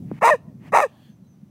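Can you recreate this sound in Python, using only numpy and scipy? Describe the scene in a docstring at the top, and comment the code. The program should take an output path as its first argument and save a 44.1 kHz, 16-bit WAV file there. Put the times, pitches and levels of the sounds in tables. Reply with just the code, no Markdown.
"""A dog barks twice, close by, on an open grassy slope, over steady air noise, low rumble and bumps.
It draws air (swelling filtered noise) before each bark; a hard knock falls just before the first.
Each bark (fold pulses ringing a changing mouth) scoops up, splits into a hoarse growl, drops and clears
as the jaws close; the ground, slope and far hillside return it faintly as decaying noise reflections.
A thin breath of noise swells from the second bark on, then gliding sine whistles of a far bird follow."""
import sys
import numpy as np
from scipy import signal
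from scipy.fft import rfft, irfft, next_fast_len
from scipy.io import wavfile
from scipy.ndimage import uniform_filter1d, map_coordinates

SR = 44100
rng = np.random.default_rng(int(sys.argv[2]) if len(sys.argv) > 2 else 0)


def store_pcm(level_fs):
    """Save levels as 16-bit WAV."""
    pcm = np.round(np.clip(level_fs, -1, 1) * 32767).astype(np.int16)
    wavfile.write(sys.argv[1], SR, np.atleast_2d(pcm).T)


N = 66150
T = np.arange(N) / SR


def undb(db):
    """Level to amplitude: 20 dB is a factor of ten."""
    return 10 ** (np.asarray(db) / 20)


def unit(x):
    """Normalisation to an rms of 1."""
    return x / np.sqrt(np.mean(x ** 2))


def curve(rows, axis=1):
    """Linear interpolation in time of one column of a table."""
    rows = np.array(rows)
    return np.interp(T, rows[:, 0], rows[:, axis])


def colour(x, points):
    """Minimum-phase filtering: the folded cepstrum gives a causal response through (f/Hz, level/dB)."""
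    size = next_fast_len(2 * N)
    hz, db = np.array(points).T
    log_bins = np.log(np.fft.rfftfreq(size, 1 / SR) + 1)
    gain = undb(np.interp(log_bins, np.log(hz), db))
    cepstrum = irfft(np.log(gain), size)
    cepstrum[1:size // 2] *= 2
    cepstrum[size // 2 + 1:] = 0
    response = np.exp(rfft(cepstrum))
    return irfft(rfft(x, size) * response, size)[:N]


def noise(points):
    """Spectral shaping of white noise, at an rms of 1."""
    return unit(colour(rng.standard_normal(N), points))


def wander(hz):
    """Random modulation: chance values, hz of them a second, joined by a cubic spline, rms 1."""
    return unit(map_coordinates(rng.standard_normal(N), [T * hz], order=3, mode="wrap"))


def even_out(x, size=400):
    """Envelope normalisation: division by the short-term rms, smoothed over size samples twice."""
    power = uniform_filter1d(uniform_filter1d(x ** 2, size), size)
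    return x / np.sqrt(np.abs(power) + 1e-12)


def scatter(x, t60):
    """Diffuse reflection: convolution with noise that decays by 60 dB in t60 seconds."""
    tail = rng.standard_normal(N) * np.exp(-np.log(1000) * T / t60)
    return signal.fftconvolve(x, tail / np.sqrt(np.sum(tail ** 2)))[:N]


# spectrum of the background air: f/Hz, level/dB
AIR_SPECTRUM = [(290, -36.5), (500, 1), (1720, -14), (5460, -21.5), (6030, -15.5), (6670, -23.5),
                (15000, -24)]
AIR_DB = -69.5


def air():
    """Stationary noise: a steady, broadband background."""
    return undb(AIR_DB) * noise(AIR_SPECTRUM)


# spectrum of the low rumble: f/Hz, level/dB
RUMBLE_SPECTRUM = [(50, -20), (90, -6), (130, 2), (195, -1), (280, -8), (400, -19.5), (1500, -57)]
# strength of the rumble: t/s, level/dB
RUMBLE_STRENGTH = [(0, -35.5), (.15, -34.5), (.2, -46), (.3, -48.5), (.6, -42.5), (.74, -42), (.85, -53),
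                   (1.1, -50.5), (1.5, -51)]
# low bumps on the microphone: centre t/s, level/dB
BUMP_TIMES = [(0.054, -29.5), (0.12, -17.5), (0.225, -27), (0.339, -31), (0.482, -30.5), (0.556, -31.5),
              (0.724, -29), (1.101, -36.5), (1.227, -38.5), (1.435, -35.5)]
BUMP_HZ, BUMP_WIDTH_S = 188, 0.006
KNOCK_S, KNOCK_DB, KNOCK_HZ, KNOCK_DECAY_S = .115, -8.5, 272, 0.0016
KNOCK_BAND_HZ = [140, 1670]


def ring(start, hz, decay):
    """Damped free oscillation: a sine whose amplitude falls by a factor e in decay seconds."""
    age = np.maximum(T - start, 0)
    return np.sin(2 * np.pi * hz * age) * np.exp(-age / decay)


def handling():
    """Structure-borne sound of a hand-held microphone: rumble, Gaussian bumps and a damped knock."""
    bumps = 0
    for centre, db in BUMP_TIMES:
        age = T - centre
        bumps = bumps + undb(db) * np.cos(2 * np.pi * BUMP_HZ * age) * np.exp(-(age / BUMP_WIDTH_S) ** 2)
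    band = signal.butter(2, KNOCK_BAND_HZ, "band", fs=SR, output="sos")
    knock = -undb(KNOCK_DB) * signal.sosfilt(band, ring(KNOCK_S, KNOCK_HZ, KNOCK_DECAY_S))
    rumble = even_out(noise(RUMBLE_SPECTRUM), size=2000) * undb(curve(RUMBLE_STRENGTH))
    return bumps + knock + rumble


# far bird notes: start t/s, length t/s, start f/Hz, end f/Hz, peak level/dB
BIRD_NOTES = [(1.07, .11, 6270, 6170, -73), (1.26, .11, 6450, 5780, -71), (1.23, .06, 4000, 3990, -76)]


def birds():
    """Frequency modulation: thin sine whistles glide downward with a slight random waver."""
    out = 0
    for start, length, from_hz, to_hz, db in BIRD_NOTES:
        progress = np.clip((T - start) / length, 0, 1)
        hz = (from_hz + (to_hz - from_hz) * progress) * (1 + 0.00583 * wander(200))
        whistle = np.sin(2 * np.pi * np.cumsum(hz) / SR)
        out = out + undb(db) * np.sin(np.pi * progress) * whistle
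    return out


# spectrum returned by the hillside: f/Hz, level/dB
SLOPE_SPECTRUM = [(300, -11.5), (680, 6), (1100, -2.5), (1750, -5), (8000, -15.5)]
# spectrum returned by the grass nearby: f/Hz, level/dB
GROUND_SPECTRUM = [(400, -14), (1000, -4), (2000, -6), (2900, 14), (15000, -2)]
GROUND_DB, GROUND_T60_S = -21.5, 0.18
SLOPE_DB, SLOPE_T60_S = -41, 0.48
ECHO_S, ECHO_DB, ECHO_T60_S = .16, -48, .22  # far hillside: delay, level, decay


def reflections(dog):
    """Diffuse reflection: ground and slope answer at once, the far hillside after a delay."""
    far = colour(dog, SLOPE_SPECTRUM)
    delayed = np.interp(T - ECHO_S, T, far)
    echo = undb(ECHO_DB) * scatter(delayed, ECHO_T60_S)
    slope = undb(SLOPE_DB) * scatter(far, SLOPE_T60_S)
    ground = undb(GROUND_DB) * scatter(colour(dog, GROUND_SPECTRUM), GROUND_T60_S)
    return echo + slope + ground


# air drawn before each bark: start t/s, peak t/s, end t/s, peak level/dB
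GASPS = [(0, 0.191, 0.197, -51), (0.562, 0.682, 0.718, -48.5)]
# spectrum of the drawn air: f/Hz, level/dB
GASP_SPECTRUM = [(600, 1.5), (1100, 1), (1450, -6.5), (1850, 1.5), (2900, -6), (3500, -17), (14000, -29.5)]
# spectrum of the thin breath through the nose: f/Hz, level/dB
SNIFF_SPECTRUM = [(1300, -23.5), (1660, -5), (2200, -21), (3350, -5.5), (3850, -20), (4330, -13),
                  (5200, -26)]
# course of the thin breath: start, peak and end t/s
SNIFF_TIMES = (.75, 1.07, 1.15)
SNIFF_DB = -63


def intakes():
    """Turbulent flow noise: swelling gasps through the mouth and a thinner breath through the nose."""
    swell = 0
    for start, peak, end, db in GASPS:
        swell = swell + undb(db) * np.interp(T, [start, peak, end], [0, 1, 0]) ** 2
    gasps = noise(GASP_SPECTRUM) * swell
    sniff = noise(SNIFF_SPECTRUM) * undb(SNIFF_DB) * np.interp(T, SNIFF_TIMES, [0, 1, 0])
    return gasps + sniff


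# vocal folds, one table per bark: t/s, pitch f/Hz, roughness (0 = clear), even-harmonic level/dB
FOLD_MOTION = [
    [(.212, 341.6, .35, -2), (.223, 493, 0.24, -3), (.233, 650.2, 0.2, -11.5), (.241, 807, 0.65, 6),
     (.247, 936, 0.17, -9.5), (.27, 915.2, 0.22, -2.5), (.28, 974, 0.59, 4.5), (.301, 1072, 0.57, -10),
     (.306, 642, 0, -9), (.333, 583.4, 0.08, -13.5), (.345, 497.5, 0, -1.5), (.362, 438, 0.06, -12)],
    [(.722, 320.8, 0.2, 16.5), (.731, 430.3, 0.23, -7.5), (.742, 653.5, 0.32, -5.5),
     (.756, 916.7, 0.38, -1.5), (.768, 958.2, .85, -5.5), (.792, 790.8, 0.82, -3.5), (.811, 915, 1.16, 0),
     (.817, 632.6, 0.26, 9), (.832, 601.4, 0.2, 4), (.85, 517, 0, -8.5), (.866, 410, 0.02, -5.5)],
]
# effort, one table per bark: t/s, voice level/dB (before VOICE_DB), hiss level/dB
BARK_EFFORT = [
    [(0.208, -50, -70), (0.218, -21.5, -52.5), (0.23, -11, -45.5), (0.248, -8, -35.5), (0.272, -9, -34),
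     (0.312, -10, -38.5), (0.33, -10.5, -49), (0.352, -19.5, -57), (0.368, -45.5, -61.5)],
    [(0.718, -48.5, -59), (0.726, -20, -53), (0.738, -11, -43), (0.76, -8, -35.5), (0.822, -17.5, -40.5),
     (0.84, -12.5, -43), (0.856, -21, -54.5), (0.872, -35, -61)],
]
# throat and mouth with the jaws wide: f/Hz (before the tuning factor), level/dB
WIDE_MOUTH = [(280, -36), (400, -6.5), (640, -2.5), (930, 0.5), (1130, 2), (1380, -8.5), (1530, -20.5),
              (1830, -8.5), (2080, -11.5), (2750, -20), (3100, -45), (4400, -56.5)]
# throat and mouth with the jaws closing: f/Hz, level/dB
CLOSING_MOUTH = [(300, -29.5), (460, -5.5), (620, -5.5), (900, -8.5), (1050, -10), (1240, -12.5),
                 (1480, -29), (1690, -10.5), (1870, -5.5), (2100, -28.5), (2500, -12.5), (3000, -38.5),
                 (4400, -60.5)]
# spectrum of the breath hiss in a bark: f/Hz, level/dB
HISS_SPECTRUM = [(2300, -32.5), (3100, -9), (3900, 3.5), (4250, -6), (4430, -24), (4750, -0.5),
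                 (5250, -2.5), (5520, -7), (6000, 4), (7000, -2), (8400, 0.5), (12500, -10), (15500, -15)]
# middle of the jaw closing, per bark: t/s
CLOSING_TIMES = [.302, .814]
# factor on the open mouth's resonance frequencies, per bark
OPEN_TUNING = [1.01, 1]
VOICE_DB, RASP_DB = -2.5, -3
OPEN_S, CLOSE_S = 0.048, 0.011  # length of the jaw movements
ATTACK_S, RELEASE_S = 0.0023, 0.0039
SOFT_BELOW_DB, SOFT_SLOPE = -7.5, 0.39  # dB lost per harmonic for each dB of effort below the first
SPLIT_HZ, SPLIT_DEPTH = (650, 870), .8  # the octave-below growl grows through this range of pitch
TRIPLING, SWAY_RAD = 0.81, 1  # every third cycle repeats, in strength and in timing, times roughness
JITTER, SHIMMER_DB, FLUTTER_HZ = .075, 2.5, 327.66  # irregular pitch and strength, times roughness
SHUDDER_DB, SHUDDER_HZ = 6.5, 120  # throb in strength, depth times roughness
BREATH, HISS_PULSING = .13, .45  # least breath in the source, depth of its puffs
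HISS_GRAIN_DB, HISS_GRAIN_HZ = 2, 110


def bark(folds, effort, closes, tuning):
    """Source-filter principle: fold pulses, split or uneven, and puffs of air ring a changing mouth."""
    pitch, rough, even_db = curve(folds), curve(folds, axis=2), curve(folds, axis=3)
    voice_db, hiss_db = curve(effort), curve(effort, axis=2)
    start, end = folds[0][0], folds[-1][0]

    # subharmonics: a half-rate growl at high pitch, a third-rate one in hoarse voice
    hz = pitch * np.exp(JITTER * rough * wander(FLUTTER_HZ))
    phase = 2 * np.pi * np.cumsum(hz) / SR
    double = np.interp(pitch, SPLIT_HZ, [0, SPLIT_DEPTH]) * np.cos(phase / 2)
    triple = rough * np.cos(phase / 3 + rng.uniform(0, 2 * np.pi))
    phase = phase + SWAY_RAD * triple

    closed = np.clip((T - closes) / CLOSE_S + .5, 0, 1)
    wide = np.clip((T - start) / OPEN_S + .5, 0, 1) * (1 - closed)

    # six harmonics; the upper ones fade as the closed voice weakens
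    dull_db = closed * SOFT_SLOPE * np.minimum(voice_db - SOFT_BELOW_DB, 0)
    pulses = 0
    for k in range(6):
        harmonic_db = k * dull_db + k % 2 * even_db  # odd k is an even harmonic
        pulses = pulses + np.cos((k + 1) * phase) * undb(harmonic_db)
    shimmer = undb(SHIMMER_DB * rough * wander(2 * FLUTTER_HZ))
    pulses = pulses * np.sqrt(4 * hz / SR) * (1 + double + TRIPLING * triple) * shimmer

    puffs = 1 + HISS_PULSING * np.cos(phase)
    rasp = undb(RASP_DB) * np.hypot(rough, BREATH) * puffs * rng.standard_normal(N)
    source = pulses + rasp
    open_voice = colour(source, np.array(WIDE_MOUTH) * [tuning, 1])
    closing_voice = colour(source, CLOSING_MOUTH)
    voice = even_out(wide * open_voice + (1 - wide) * closing_voice) * undb(voice_db + VOICE_DB)

    hiss = even_out(colour(puffs * rng.standard_normal(N), HISS_SPECTRUM))
    hiss = hiss * undb(HISS_GRAIN_DB * wander(HISS_GRAIN_HZ)) * undb(hiss_db)

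    attack = np.clip((T - start) / ATTACK_S + 1, 0, 1)
    release = np.exp(-np.maximum(T - end, 0) / RELEASE_S)
    shudder_hz = SHUDDER_HZ * (1 + .25 * wander(SHUDDER_HZ))
    throb = np.cos(2 * np.pi * np.cumsum(shudder_hz) / SR)
    return attack * release * undb(SHUDDER_DB * rough * throb) * (voice + hiss)


def scene():
    """Superposition: the background, the dog's breath and barks, and their reflections add linearly."""
    barks = zip(FOLD_MOTION, BARK_EFFORT, CLOSING_TIMES, OPEN_TUNING)
    dog = sum(bark(*parts) for parts in barks)
    return (air() + handling() + birds() + reflections(dog) + intakes() + dog)[None]


CEILING = .8  # amplitude that the rounded peaks approach
LOW_CUT_HZ, TOP_HZ = 80, 15750


def record(dry):
    """Saturation and band limiting: the recorder rounds loud peaks, thins deep bass and cuts the top."""
    held = dry / (1 + (dry / CEILING) ** 8) ** (1 / 8)
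    low_cut = signal.butter(2, LOW_CUT_HZ, "high", fs=SR, output="sos")
    top_cut = signal.ellip(10, .2, 80, TOP_HZ, fs=SR, output="sos")
    return signal.sosfilt(top_cut, signal.sosfilt(low_cut, held))


dry = scene()
out = record(dry)
store_pcm(out)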